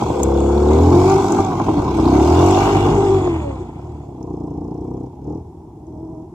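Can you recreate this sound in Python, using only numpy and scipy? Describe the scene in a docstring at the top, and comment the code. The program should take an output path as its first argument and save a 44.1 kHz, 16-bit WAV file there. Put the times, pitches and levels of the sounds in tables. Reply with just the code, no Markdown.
"""A single-cylinder four-stroke dirt bike revs, swings round a camera lying in a meadow, sprays soil and rides off.
Near by the airbox honks once a cycle; from behind the tailpipe thumps: pulse trains through resonant ducts.
Throttle, engine speed, distance and facing set the main levels of engine, chain and spray. The chain whines as
gliding tones; frame knocks, soil, stalks and grit are filtered noise bursts and grains over a faint breeze."""
import sys
import numpy as np
from scipy import signal
from scipy.fft import rfft, irfft, next_fast_len
from scipy.io import wavfile
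from scipy.ndimage import uniform_filter1d

SR = 44100
rng = np.random.default_rng(int(sys.argv[2]) if len(sys.argv) > 2 else 0)


def digitize_waveform(pressure):
    """Quantize a signal to 16-bit integers and store it at the path in sys.argv[1].

    Rows of a 2-D input are taken as channels; values are limited to [-1, 1].
    """
    field = np.atleast_2d(pressure).T
    bounded = np.clip(field, -1, 1)
    quanta = np.round(bounded * 32767).astype(np.int16)
    wavfile.write(sys.argv[1], SR, quanta)


N = 279581
T = np.arange(N) / SR
HZ = np.maximum(np.fft.rfftfreq(2 * next_fast_len(N), 1 / SR), 1)

# Engine speed. Each row: time in seconds, firings per second.
SPEED = [(0.0, 40.61), (0.25, 33.59), (0.42, 34.2), (0.68, 37.27), (1.12, 49.42), (1.27, 48.49),
         (1.4, 50.25), (1.62, 43.82), (1.95, 29.88), (2.0, 29.0), (2.06, 30.6), (2.14, 33.7), (2.35, 42.2),
         (2.5, 47.3), (2.6, 50.02), (2.98, 50.7), (3.2, 48.4), (3.4, 39.2), (3.56, 32.2), (3.75, 27.76),
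         (3.85, 40.2), (4.25, 30.72), (4.52, 28.6), (4.93, 31.35), (5.19, 33.4), (5.4, 42.14),
         (5.68, 38.61), (6.1, 40.85), (6.34, 40.25)]
# Path of the bike. Each row: time in seconds, distance from the camera in metres.
DISTANCE = [(0, 1.18), (0.5, 1.65), (1.1, 1.01), (1.5, 1.45), (1.85, 1.35), (2.15, 1.026), (2.65, 0.89),
            (3.25, 2.08), (3.65, 3.17), (4.25, 5.34), (5.3, 6.7), (5.6, 10), (6.34, 10.6)]
# Side heard. Each row: time in seconds, share of tailpipe against airbox 0-1,
# intake mouth level in dB (high while it faces the camera; mixed 7.5 dB lower).
VIEW = [(0, 0.33, -5), (.2, 0.39, 7.5), (.8, 0.1, -4), (1.2, 0.28, -22.5), (2.0, 0.06, -40),
        (2.5, 0.08, -30.5), (3.2, 0.07, -30), (3.8, 0.81, -12), (6.34, 0.86, -29)]
# Frame resonances. Each row: frequency in Hz, relative level in dB per Hz.
RATTLE = [(18, -40.5), (30, 8.5), (43, -5), (70, -16.5), (98, 2.5), (170, -2.5), (221, -2), (297, -1.5),
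          (392, -1.5), (535, -20), (784, -8), (933, -9), (1030, -12.5), (1680, -40.5), (1900, -77.5),
          (2470, -79.5), (4180, -120)]
# Valve gear resonances. Each row: frequency in Hz, relative level in dB per Hz.
CLATTER = [(940, 9.5), (1550, 8.5), (1700, -28), (1920, -3), (2150, 1), (2300, 0), (2520, 1), (2840, -11.5),
           (3070, -1), (3370, -5), (3760, 0.5), (5000, -18.5), (6500, -32.5), (11000, -120)]


def undb(db):
    """Decibels to gain."""
    return 10 ** (np.asarray(db) / 20)


def curves(table):
    """Table columns joined by straight lines in time."""
    s, *columns = np.transpose(table)
    return [np.interp(T, s, c) for c in columns]


def over_hz(table, axis=1):
    """One table column along log frequency."""
    rows = np.array(table)
    return np.interp(np.log(HZ), np.log(rows[:, 0]), rows[:, axis])


def filtered(x, response):
    """Sound through a frequency response."""
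    return irfft(rfft(x, 2 * (len(HZ) - 1)) * response)[..., :N]


def body(table):
    """Minimum-phase response with the given spectrum, falling 60 dB per octave past both ends."""
    octaves_above = np.maximum(np.log2(HZ / table[-1][0]), 0)
    octaves_below = np.maximum(np.log2(table[0][0] / HZ), 0)
    level_db = np.maximum(over_hz(table) - 60 * (octaves_above + octaves_below), -120)
    cepstrum = irfft(np.log(undb(level_db)))
    half = len(cepstrum) // 2
    # folding the cepstrum forward makes the response causal
    return np.exp(rfft(np.r_[cepstrum[0], 2 * cepstrum[1:half], np.zeros(half)]))


def below(hz, order=12):
    """Steep low-pass gain."""
    return 1 / (1 + (HZ / hz) ** order)


def unit(x):
    """Scale to rms 1."""
    return x / np.sqrt(np.mean(x ** 2))


def even(x, size=4000):
    """Hold the rms near 1 over a few cycles, leaving the single beats alone; size in samples."""
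    power = uniform_filter1d(uniform_filter1d(x ** 2, size), size)
    return x / np.sqrt(power + 1e-12)


def walk(rate_hz):
    """Normal random values, rate_hz of them a second, joined by straight lines."""
    return np.interp(T * rate_hz, np.arange(2000), rng.standard_normal(2000))


def swell(s, half_s):
    """Smooth rise and fall round a moment."""
    return np.exp(-((T - s) / half_s) ** 2)


def grip():
    """Throttle opening 0-1: each twist rises, holds and falls."""
    # Each row: opens at seconds, shuts at seconds, opening 0-1, rise in seconds.
    twists = [(0.139, 1.174, 0.38, 0.083), (1.221, 1.431, 0.4, .03), (1.958, 2.556, 0.36, 0.035),
              (2.594, 3.305, 0.07, 0.057), (4.2, 5.08, 0.72, 0.074), (5.232, 5.395, 0.82, 0.022),
              (5.87, 6.253, 0.36, .036)]
    shut_s = .022
    opening = np.zeros(N)
    for opens, shuts, amount, rise_s in twists:
        opening += amount * (np.tanh((T - opens) / rise_s) - np.tanh((T - shuts) / shut_s)) / 2
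    return np.clip(opening, 0, 1)


def loudness(law, throttle, tail):
    """Gain of one sound from throttle, engine speed, distance and facing.

    Law: dB at 1 m coasting at the cruise rate, dB more at full throttle, dB per doubling of speed,
    dB per doubling of distance, dB more from behind."""
    cruise_per_s = 40
    base_db, load_db, speed_db, distance_db, behind_db = law
    speed_octaves = np.log2(curves(SPEED)[0] / cruise_per_s)
    distance_octaves = np.log2(curves(DISTANCE)[0])
    return undb(base_db + load_db * throttle + speed_db * speed_octaves
                + distance_db * distance_octaves + behind_db * tail)


def engine(cycle, throttle, tail):
    """Intake gulps ring the airbox, exhaust slugs the pipe; turbulence and rattle fill the gaps off throttle."""
    # Laws as in loudness().
    boom_law = (-22.5, 10, 0.5, -5.5, -3)
    honk_law = (-18.5, 18.5, 2.5, -3.5, -15.5)
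    rasp_law = (-23.5, 10.5, 3, -7.5, -6)
    firm = np.sqrt(throttle)  # a little throttle already steadies the firings
    slack = 1 - firm
    scatter_db = .7 + 1.6 * slack + .4 * tail
    jitter_s = .00002 + .00006 * tail + .00011 * slack
    gulps = firings(cycle - .47, scatter_db, jitter_s)
    front = intake(gulps, cycle, scatter_db, jitter_s)
    rear = tailpipe(cycle, scatter_db, jitter_s, tail)
    beats = np.sqrt(1 - tail) * front + np.sqrt(tail) * rear
    rattle = frame_rattle(cycle, tail)

    low, mid = below(160), below(568, order=20)
    boom = filtered(beats + undb(-3 - 17 * firm) * rattle, low)
    honk = filtered(beats + undb(3 - 21 * firm + 7 * tail) * rattle, mid - low)
    rasp = filtered(beats + undb(3 - 30 * firm + (7 + 19 * firm) * tail) * rattle, 1 - mid)
    boom = tuned_boom(boom, throttle, tail)
    rasp = dulled_rasp(rasp, throttle, tail)
    voice = (boom * loudness(boom_law, throttle, tail)
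             + even(honk) * loudness(honk_law, throttle, tail)
             + even(rasp) * loudness(rasp_law, throttle, tail))
    return growl_orders(voice, cycle, throttle, tail) + barks(gulps) + thrum(cycle)


def firings(cycle, scatter_db, jitter_s):
    """One pulse per engine cycle, each a little off in size and moment."""
    at = np.flatnonzero(np.diff(np.floor(cycle)) > 0)
    chance = rng.standard_normal((len(at), 2))
    place = np.clip(at + chance[:, 1] * jitter_s[at] * SR, 0, N - 1).astype(int)
    return np.bincount(place, undb(chance[:, 0] * scatter_db[at]), N)


def puff(cycle, length_cycles, rest):
    """Gas flow: jumps once a cycle and dies away to a steady rest."""
    return rest + np.exp(-(cycle % 1) / length_cycles)


def intake(gulps, cycle, scatter_db, jitter_s):
    """Gulps bounce in the duct and ring the airbox; valve opening and closing waves leave through the mouth."""
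    # Airbox. Each row: frequency in Hz, relative level in dB per Hz.
    airbox_colour = [(25, -51.5), (48, -5), (70, 9.5), (100, 4.5), (135, -7.5), (190, -0.5), (240, 0),
                     (300, 11.5), (360, 11), (430, -5), (500, -13), (580, -26), (800, -21), (1100, -35),
                     (1700, -58.5)]
    # Intake mouth. Each row: frequency in Hz, relative level in dB per Hz.
    mouth_colour = [(330, -7), (420, -1), (470, 7.5), (520, 4.5), (590, -28.5)]
    airbox = even(filtered(duct(gulps, round_trip_s=.002695, reflection=.65), body(airbox_colour)))
    closings = firings(cycle - .97, scatter_db, jitter_s)  # half a cycle after opening
    mouth = even(filtered(gulps + .34 * closings, body(mouth_colour)))
    return airbox + undb(curves(VIEW)[1] - 7.5) * mouth


def duct(x, round_trip_s, reflection):
    """A wave bounces to and fro in a duct, which spreads each pulse into a short train."""
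    lag = np.exp(-2j * np.pi * HZ * round_trip_s)
    return filtered(x, (lag - reflection) / (1 - reflection * lag))


def tailpipe(cycle, scatter_db, jitter_s, tail):
    """Exhaust slugs, with weaker ones between the firings from behind, pass the silencer and ring the pipe."""
    # Tailpipe. Each row: frequency in Hz, relative level in dB per Hz.
    pipe_colour = [(25, -26.5), (58, -14), (90, -21.5), (130, 4), (220, -4.5), (290, 10), (390, -1.5),
                   (480, -2.5), (570, -24), (700, -11), (980, -34), (1250, -43), (1700, -49.5)]
    after_cycles, after_db = .52, -9.5
    slugs = firings(cycle, scatter_db, jitter_s)
    after_slugs = firings(cycle - after_cycles, scatter_db, jitter_s)
    slugs = slugs + undb(after_db) * tail * after_slugs
    return even(filtered(silencer(slugs), body(pipe_colour)))


def silencer(x):
    """Chambers hold the higher pitches back, which rounds each thump into a short rising chirp."""
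    # Each row: frequency in Hz, group delay in seconds.
    pipe_delay = [(100, .0015), (230, .0012), (330, .004), (450, .009), (600, .0105), (1100, .0095)]
    phase_turns = np.cumsum(over_hz(pipe_delay) * np.gradient(HZ))
    return filtered(x, np.exp(-2j * np.pi * phase_turns))


def frame_rattle(cycle, tail):
    """Turbulent noise pulsing with the gas flow rings the frame; the ground shakes it harder or softer."""
    # Each row: time in seconds, rattle level in dB.
    shake = [(0, 0), (.25, -3), (1.1, -1), (1.25, 7), (1.45, 7), (1.6, 1.5), (1.9, 1), (2.1, -4), (2.5, -5),
             (2.85, -1.5), (3.3, -7), (3.55, -11), (4.1, -11), (4.3, -1), (5.1, -1), (6.34, 0)]
    flow = puff(cycle - .15 * tail, .3, .65 - .1 * tail) * undb(2 * walk(60))
    return even(filtered(flow * rng.standard_normal(N), body(RATTLE))) * undb(curves(shake)[0])


def tuned_boom(boom, throttle, tail):
    """Boom that sinks or swells for a moment, and gains when the loaded intake tunes in with the firings."""
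    # Each row: centre in seconds, half length in seconds, boom change in dB.
    boom_swells = [(0.164, 0.055, -9.5), (1.32, 0.1, -9.5), (3.085, 0.27, 2.5), (3.677, 0.13, -1),
                   (4.17, 0.087, -3)]
    tuned_per_s, half_width_per_s = 43, 3.8
    boom = even(boom) * undb(sum(db * swell(s, half_s) for s, half_s, db in boom_swells))
    closeness = np.exp(-((curves(SPEED)[0] - tuned_per_s) / half_width_per_s) ** 2)
    in_tune = undb(7.8 * throttle * (1.5 - tail) * closeness)
    return boom + (in_tune - 1) * filtered(boom, below(150) - below(69))


def dulled_rasp(rasp, throttle, tail):
    """Grass soaks up the upper rasp with distance, less under throttle; from behind its top is lost too."""
    dull_from_m, dull_hz, behind_hz = 2.83, 970, 1420
    octaves_beyond = np.log2(curves(DISTANCE)[0] / dull_from_m)
    dull = np.clip(octaves_beyond, 0, 1) * (1 - .45 * throttle)
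    rasp = (1 - dull) * rasp + dull * filtered(rasp, below(dull_hz, order=8))
    return (1 - tail) * rasp + tail * filtered(rasp, below(behind_hz, order=16))


def harmonic(x, cycle, multiple):
    """The part of a sound that sits on one multiple of the firing rate."""
    turn = np.exp(2j * np.pi * multiple * cycle)
    return 2 * np.real(uniform_filter1d(uniform_filter1d(x / turn, size=1300), size=1300) * turn)


def growl_orders(x, cycle, throttle, tail):
    """Under load single multiples of the firing rate stand out or sink, depending on the side that is heard."""
    # Each row: multiple of the firing rate, dB weighted by facing 0-1, dB weighted by 2 - facing.
    order_lift = [(2, 7.5, 1), (6, 13, -4), (7, 5, 1), (8, -9, -1.5), (9, -3, 2.5), (10, 8.5, 0),
                  (11, -7.5, 3), (12, 13, -9.5)]
    facing = np.clip(1 + (curves(VIEW)[1] + 6) / 10, 0, 1)
    load = np.clip(throttle / .5, 0, 1) * (tail < .6)
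    out = x
    for multiple, front_db, side_db in order_lift:
        lift = undb(load * (facing * front_db + (2 - facing) * side_db))
        out = out + (lift - 1) * harmonic(x, cycle, multiple)
    return out


def barks(gulps):
    """The intake barks in short swells of the gulps through its own resonances."""
    # Each row: centre in seconds, half length in seconds, level in dB.
    bark_swells = [(0.88, 0.14, -21.5), (2.137, 0.16, -16.5)]
    # Each row: frequency in Hz, relative level in dB per Hz.
    bark_colour = [(100, -14.5), (135, -1), (180, -1), (230, 6), (290, 3), (400, -10.5)]
    gain = sum(undb(db) * swell(s, half_s) for s, half_s, db in bark_swells)
    return even(filtered(gulps, body(bark_colour))) * gain


def thrum(cycle):
    """Soft, even firings: ten low lines follow the engine speed through the pipe's resonances."""
    # Each row: time in seconds, level in dB.
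    thrum_level = [(2.45, -40), (2.62, -20.5), (3.2, -22.5), (3.5, -33), (3.75, -58), (3.86, -36.5),
                   (4.05, -43), (4.25, -55.5)]
    # Strength of a line at its pitch. Each row: frequency in Hz, level in dB.
    thrum_colour = [(32, -19), (50, 0.5), (75, 7), (100, 1.5), (135, -5), (200, -13.5), (250, -16.5),
                    (300, -10), (350, -0.5), (400, -21), (455, -6), (520, -22.5)]
    waver_rad = .15
    speed = curves(SPEED)[0]
    hz, db = np.transpose(thrum_colour)
    lines = np.zeros(N)
    for k in range(1, 11):
        gain = undb(np.interp(k * speed, hz, db) + 2 * walk(17))
        lines += gain * np.sin(2 * np.pi * k * (cycle - .15) + waver_rad * walk(17))
    active = (T > thrum_level[0][0]) * (T < thrum_level[-1][0])
    return lines * undb(curves(thrum_level)[0]) * active


def chain(cycle, throttle, tail):
    """Links mesh with the sprocket nearly eight times per firing; the slack makes the tones waver and break up."""
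    # Law as in loudness().
    chain_law = (-28, 7.5, -2, -6.5, -7.5)
    # Chain pulls tight and sings. Each row: centre in seconds, half length in seconds,
    # mesh tone level in dB, octave level in dB.
    surges = [(0.606, 0.13, -30.5, -46), (0.952, 0.037, -8.5, -27), (1.12, 0.024, -25.5, -16),
              (1.137, 0.1, -10.5, -22), (1.278, 0.13, -25.5, -38.5), (1.399, 0.017, -15, -12.5),
              (1.49, 0.1, -49, -23.5), (1.767, 0.06, -27, -45.5), (1.872, 0.02, -34, -29),
              (2.634, 0.18, -20.5, -18), (3.079, 0.17, -13.5, -23), (3.323, 0.096, -19, -57),
              (3.492, 0.08, -44, -32), (5.99, 0.13, -32.5, -43.5), (6.175, 0.08, -34.5, -43)]
    links_per_firing = 7.87
    steady = loudness(chain_law, throttle, tail)
    mesh_surge = sum(undb(db) * swell(s, half_s) for s, half_s, db, _ in surges)
    octave_surge = sum(undb(db) * swell(s, half_s) for s, half_s, _, db in surges)
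    mesh_gain = np.hypot(steady, mesh_surge)
    octave_gain = np.hypot(steady * undb(-8), octave_surge)

    turn = 2 * np.pi * (links_per_firing * cycle + .085 * walk(36))
    mesh = undb((4 - 2 * throttle) * walk(50)) * np.sin(turn)
    flutter = undb(3 * (1 - tail) * walk(45) - 1)
    octave = np.sin(2 * turn + (.65 - .35 * tail) * walk(60)) * flutter
    # the chain guard rings when a mesh overtone sweeps through it
    guard_hz, half_width_hz, guard_db = 995, 78, 5
    mesh_hz = links_per_firing * curves(SPEED)[0]
    upper = np.zeros(N)
    for k, db in [(3, -13), (4, -30)]:
        ring = undb(guard_db) * np.exp(-((k * mesh_hz - guard_hz) / half_width_hz) ** 2) * (1 - tail)
        upper += (undb(db) + ring) * np.sin(k * turn + .7 * walk(100))
    # sprocket out of true: one wobble per three mesh periods adds side tones
    wobble = 1 + .52 * (1 - tail) * np.cos(turn / 3 + .98 * walk(45))
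    return mesh_gain * mesh + octave_gain * (octave + upper) * wobble


def metal():
    """Response of the ringing engine castings."""
    # Fins and covers. Each row: frequency in Hz, width in Hz, peak in dB over the plain noise.
    fins = [(2284, 40, 7.5), (2760, 70, 10), (3350, 88, 5), (4280, 22, 8.5), (5120, 91, 5.5),
            (6130, 180, 3), (6970, 200, -1), (7940, 120, 5.5)]
    return 1 + sum((undb(db) - 1) / (1 + 2j * (HZ - hz) / width_hz) for hz, width_hz, db in fins)


def jolts():
    """Chain and frame knock over bumps: short rough bursts in the bike's own resonances, with a faint clink."""
    # Each row: start in seconds, level in dB, decay in seconds.
    bumps = [(0.022, -11, 0.009), (0.102, -9, 0.009), (0.707, -11, 0.015), (0.942, -13.5, 0.044),
             (1.387, -14, 0.035), (1.521, -14.5, 0.011), (1.6, -8.5, 0.012), (1.683, -9.5, 0.02),
             (1.779, -13.5, 0.027), (1.847, -19.5, 0.075), (1.985, -13, 0.02), (2.567, -27, 0.011),
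             (2.752, -13.5, 0.039), (2.852, -13, 0.13), (2.921, -29, 0.014), (3.256, -22.5, 0.015)]
    attack_s, clink_db = .00051, -40.5
    push = np.zeros(N)
    for s, db, decay_s in bumps:
        age = np.maximum(T - s, 0)
        push += undb(db) * (1 - np.exp(-age / attack_s)) * np.exp(-age / decay_s)
    knock = even(filtered(rng.standard_normal(N), body(RATTLE)), size=400)
    clink = unit(filtered(rng.standard_normal(N), body(CLATTER) * metal()))
    return push * (knock + undb(clink_db) * clink)


def frame_rings():
    """Short, hollow notes from the frame as the chain snatches."""
    # Each row: centre in seconds, half length in seconds, pitch in Hz, level in dB.
    notes = [(0.035, 0.043, 309.5, -23), (1.332, 0.004, 328, -6), (1.349, 0.01, 330, -20.5),
             (1.41, .015, 340.5, -12.5), (1.54, 0.0097, 354, -15.5), (1.614, 0.0097, 341, -11.5),
             (1.703, 0.012, 320.5, -9.5), (1.781, 0.023, 292, -13.5), (3.616, .014, 369, -22.5)]
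    out = np.zeros(N)
    for s, half_s, hz, db in notes:
        out += undb(db) * swell(s, half_s) * np.sin(2 * np.pi * hz * (T - s) + .3 * walk(82))
    return out


def top_end(cycle, throttle, tail):
    """Valve gear clatters all the time; gas hiss pulses once a cycle, most sharply under load from behind."""
    # Laws as in loudness().
    clatter_law = (-31.5, 1.5, 7.5, -11.5, -7)
    hiss_law = (-40.5, 10.5, 12.5, -10.5, -4.5)
    # Gas hiss. Each row: frequency in Hz, relative level in dB per Hz.
    hiss_colour = [(2650, -40.5), (4500, -0.5), (6960, 2.5), (8130, -5.5), (9160, -26.5), (10400, -11.5),
                   (13300, -16), (15600, -22)]
    noise = rng.standard_normal((2, 2, N))
    taps = puff(cycle + .07, .25, 1) * undb(1.5 * walk(250))
    clatter = filtered(noise[0] * taps, body(CLATTER) * metal())
    spit = puff(cycle + .05, .17, .1 + .6 * (1 - tail) + .6 * (1 - throttle))
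    hiss = filtered(noise[1] * spit * undb(1.2 * walk(200)), body(hiss_colour) * metal())
    # from behind only the top of the hiss carries
    hiss = hiss - tail * filtered(hiss, below(4400, order=40))
    return (even(clatter) * loudness(clatter_law, throttle, tail)
            + even(hiss) * loudness(hiss_law, throttle, tail))


def pipe_spit(cycle, throttle, tail):
    """A thin, high tick of gas with every firing, heard from behind."""
    # Pipe edge. Each row: frequency in Hz, relative level in dB per Hz.
    spit_colour = [(4800, -17), (5200, 4.5), (5600, 0.5), (6200, 0), (6700, -13), (7500, -6.5),
                   (8500, -19.5)]
    jets = rng.standard_normal((2, N)) * puff(cycle + .04, .13, .08)
    return unit(filtered(jets, body(spit_colour))) * undb(-65) * throttle * tail ** 2


def spray(throttle, tail):
    """Knobbly tyres tear grass and fling soil: a dense crackle of tiny grains, and one burst of wheelspin."""
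    # Law as in loudness().
    spray_law = (-41, 1.5, -1.5, -11.5, -3)
    # Torn turf. Each row: frequency in Hz, relative level in dB per Hz.
    spin_colour = [(1900, -6), (2300, -15), (2550, -5), (2850, 19), (3100, -3), (3450, 9.5), (4200, -2.5),
                   (8000, -30)]
    grains_per_s = 1600
    spin_s, spin_half_s, spin_db = 2.645, .3, -33.5
    sizes = undb(3.5 * np.minimum(rng.exponential(size=N), 3.5)) * (rng.random(N) < grains_per_s / SR)
    grains = sizes * rng.standard_normal((2, N))
    colour = [(2150, -4.0), (2800, -6.5), (4200, -6.0), (7500, -9.5), (9300, -19.0), (15000, -23.5)]
    flung = unit(filtered(grains, body(colour) * metal())) * loudness(spray_law, throttle, tail)
    tearing = unit(filtered(grains * undb(4 * walk(46)), body(spin_colour)))
    return flung + tearing * undb(spin_db) * swell(spin_s, spin_half_s)


def clods():
    """Soil lands near the camera with a dull pat: decaying noise bursts."""
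    # Each row: start in seconds, level in dB, decay in seconds.
    landings = [(2.574, -12, .004), (2.673, -11, .004), (2.77, -17, .005), (2.871, -16, .004),
                (3.274, -17, .004), (3.358, -26, .006), (3.795, -36, .003)]
    push = np.zeros(N)
    for s, db, decay_s in landings:
        age = np.maximum(T - s, 0)
        push += undb(db) * (age > 0) * np.exp(-age / decay_s)
    colour = body([(450, 14), (800, 15), (1300, 1.5), (1700, -7.5), (2200, -28.5), (3500, -21), (7000, -38)])
    return filtered(push * rng.standard_normal(N), colour / np.sqrt(np.mean(np.abs(colour) ** 2)))


def patter(per_s, spread_db):
    """Tiny impacts at random moments, a few much stronger than the rest."""
    sizes = undb(spread_db * np.minimum(rng.exponential(size=N), 3))
    return sizes * (rng.random(N) < per_s / SR) * rng.choice([-1, 1], N)


def turf():
    """Turf crunches under the knobs and soil rustles down through the grass."""
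    # Each row: time in seconds, crunch level in dB, rustle level in dB.
    turf_levels = [(.3, -67, -83), (.5, -39.5, -81), (.73, -44, -83), (.9, -62.5, -90), (1.28, -57, -69),
                   (1.37, -34, -64), (1.46, -49, -82), (2.4, -59, -63), (2.65, -33, -43.5),
                   (3.05, -63, -51), (3.37, -48.5, -50.5), (3.6, -57, -66), (4, -66.5, -73),
                   (4.3, -81.5, -89)]
    # Each row: frequency in Hz, relative level in dB per Hz.
    crunch_colour = [(1150, -1.5), (1350, 1), (1500, -6), (1650, -15)]
    # Each row: frequency in Hz, relative level in dB per Hz.
    rustle_colour = [(1500, -3.5), (1900, 0), (2500, -3), (3500, -7.5)]
    crunch_db, rustle_db = curves(turf_levels)
    crunch = unit(filtered(patter(1000, 3), body(crunch_colour)))
    rustle = unit(filtered(patter(700, 4), body(rustle_colour)))
    return crunch * undb(crunch_db) + rustle * undb(rustle_db)


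def swish():
    """Stalks brush past the tyres in a fluttering, high hiss."""
    # Each row: time in seconds, level in dB.
    swish_level = [(0, -44.5), (.8, -44.5), (1.4, -45.5), (1.7, -74), (2.5, -42), (3.2, -43.5), (3.7, -61),
                   (4.2, -70.5), (4.6, -78)]
    # Each row: frequency in Hz, relative level in dB per Hz.
    swish_colour = [(3000, -20), (3450, 3.5), (3900, -25), (5800, -46), (6600, 0.5), (7800, -5.5),
                    (8700, -16.5)]
    brush = rng.standard_normal((2, N)) * undb(2 * walk(70))
    return unit(filtered(brush, body(swish_colour) * metal())) * undb(curves(swish_level)[0])


def snaps():
    """Dry stalks snap under the tyres: random impacts ring in five narrow bands."""
    # Each row: time in seconds, level in dB.
    snap_level = [(0, -67.5), (.4, -52), (.8, -49.5), (1.15, -46), (1.6, -69), (2.1, -50.5), (2.5, -42),
                  (2.9, -56.5), (3.4, -68), (4.1, -95)]
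    # Each row: ring frequency in Hz, relative level in dB.
    snap_rings = [(2900, -4), (3500, 0), (4400, -1), (5700, -1.5), (6900, 1)]
    per_s, width_hz = 45, 230
    rings = np.zeros(N)
    for hz, db in snap_rings:
        rings += undb(db) * filtered(patter(per_s, 3), 1 / (1 + 1j * (HZ - hz) / width_hz) ** 3)
    return unit(rings) * undb(curves(snap_level)[0])


def ticks():
    """Single bits of grit or stalk strike near by: a sharp crack and a short ring of the camera case."""
    # Each row: start in seconds, peak in dB before panning, ring in Hz.
    strikes = [(0.232, -3, 6420), (0.375, -30, 3300), (0.404, -27, 6360), (0.577, -31, 3370),
               (1.098, -18, 5770), (1.3213, -13.5, 6160), (1.448, -24, 6100), (2.055, -23, 3820),
               (2.0842, -26, 4150), (2.509, -17, 6460), (4.2278, -36.5, 5400), (5.8686, -48, 5940)]
    length = 4000
    out = np.zeros((2, N + length))
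    age = np.arange(length) / SR
    for s, db, hz in strikes:
        burst = rng.standard_normal((2, length)) * (np.exp(-age / .0018) + .12 * np.exp(-age / .006))
        band = signal.butter(3, [hz * .99, hz * 1.24], "band", fs=SR, output="sos")
        tick = signal.sosfilt(band, burst) + .05 * burst
        start = int(s * SR)
        out[:, start:start + length] += undb(db) * tick / np.abs(tick).max()
    return out[:, :N]


def shimmer(x):
    """The treble flickers: every few hundred hertz has its own slowly changing level."""
    spread_db = 3.2
    bands = signal.stft(x, nperseg=512)[2]
    chance = rng.standard_normal(bands.shape)
    chance = uniform_filter1d(chance, size=3, axis=1)
    chance = unit(uniform_filter1d(chance, size=14, axis=2))
    return signal.istft(bands * undb(spread_db * chance - 3))[1][:, :N]


def field(sides):
    """Faint breeze: coloured noise, alike in both ears at the bottom and wider towards the treble."""
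    # Each row: frequency in Hz, relative level in dB per Hz.
    field_colour = [(18, -54.5), (30, -15), (75, 6), (277, -13.5), (351, 4.5), (547, -43.5), (831, -11.5),
                    (1020, -22.5), (1520, -50.5), (4670, -54), (5190, -48), (12600, -56), (15600, -68.5)]
    side = filtered(rng.standard_normal(N), 1 - below(1500, order=2))
    breeze = rng.standard_normal(N) + sides * side
    return unit(filtered(breeze, body(field_colour))) * undb(-38.5)


def ports(bike, sides):
    """The camera case colours its two ports differently, in level and phase."""
    # Each row: frequency in Hz, left minus right in dB, left lead in radians.
    port_balance = [(100, -0.3, -0.06), (300, 0.7, -0.18), (420, 2.5, -.08), (500, 13, .5),
                    (560, -2.5, 2.6), (610, -12, 0), (720, -5, -0.75), (930, -.5, -0.3), (1127, 0, -0.65),
                    (1320, 17.5, 0), (1450, 13, .3), (1700, -1.5, 2.4)]
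    ratio = undb(over_hz(port_balance)) * np.exp(1j * over_hz(port_balance, axis=2))
    return bike + sides * filtered(bike, (ratio - 1) / (ratio + 1))


def panned(treble, sides):
    """Treble balance between left and right, by frequency."""
    # Each row: frequency in Hz, left minus right in dB.
    treble_pan = [(2000, 4), (2300, -2.5), (3500, 1), (4100, -7), (5000, 1), (6000, 6.5), (8500, 9.5),
                  (10000, 4.5), (15000, 10)]
    pan = undb(sides * over_hz(treble_pan) / 2)
    return filtered(treble, pan / np.sqrt(np.mean(pan ** 2, axis=0)))


def scene():
    """The bike through the two ports of the camera, over a faint breeze in the field."""
    cycle = np.cumsum(curves(SPEED)[0]) / SR + .57
    throttle = grip()
    tail = np.clip(curves(VIEW)[0], 0, 1)
    sides = np.array([[1], [-1]])
    bike = engine(cycle, throttle, tail) + chain(cycle, throttle, tail)
    bike = bike + jolts() + frame_rings() + clods() + turf()
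    wash = shimmer(top_end(cycle, throttle, tail) + spray(throttle, tail) + swish())
    treble = wash + pipe_spit(cycle, throttle, tail) + snaps() + ticks()
    return ports(bike, sides) + panned(treble, sides) + field(sides)


def record(dry):
    """The camera drops the deepest bass, rounds the highest peaks and cuts the top."""
    top_hz = 15700
    dry = filtered(dry, 1 - below(39, order=9))
    rounded = dry / (1 + np.abs(dry / .95) ** 6) ** (1 / 6)
    return signal.sosfilt(signal.ellip(10, .2, 80, top_hz, fs=SR, output="sos"), rounded)


dry = scene()
out = record(dry)
digitize_waveform(out)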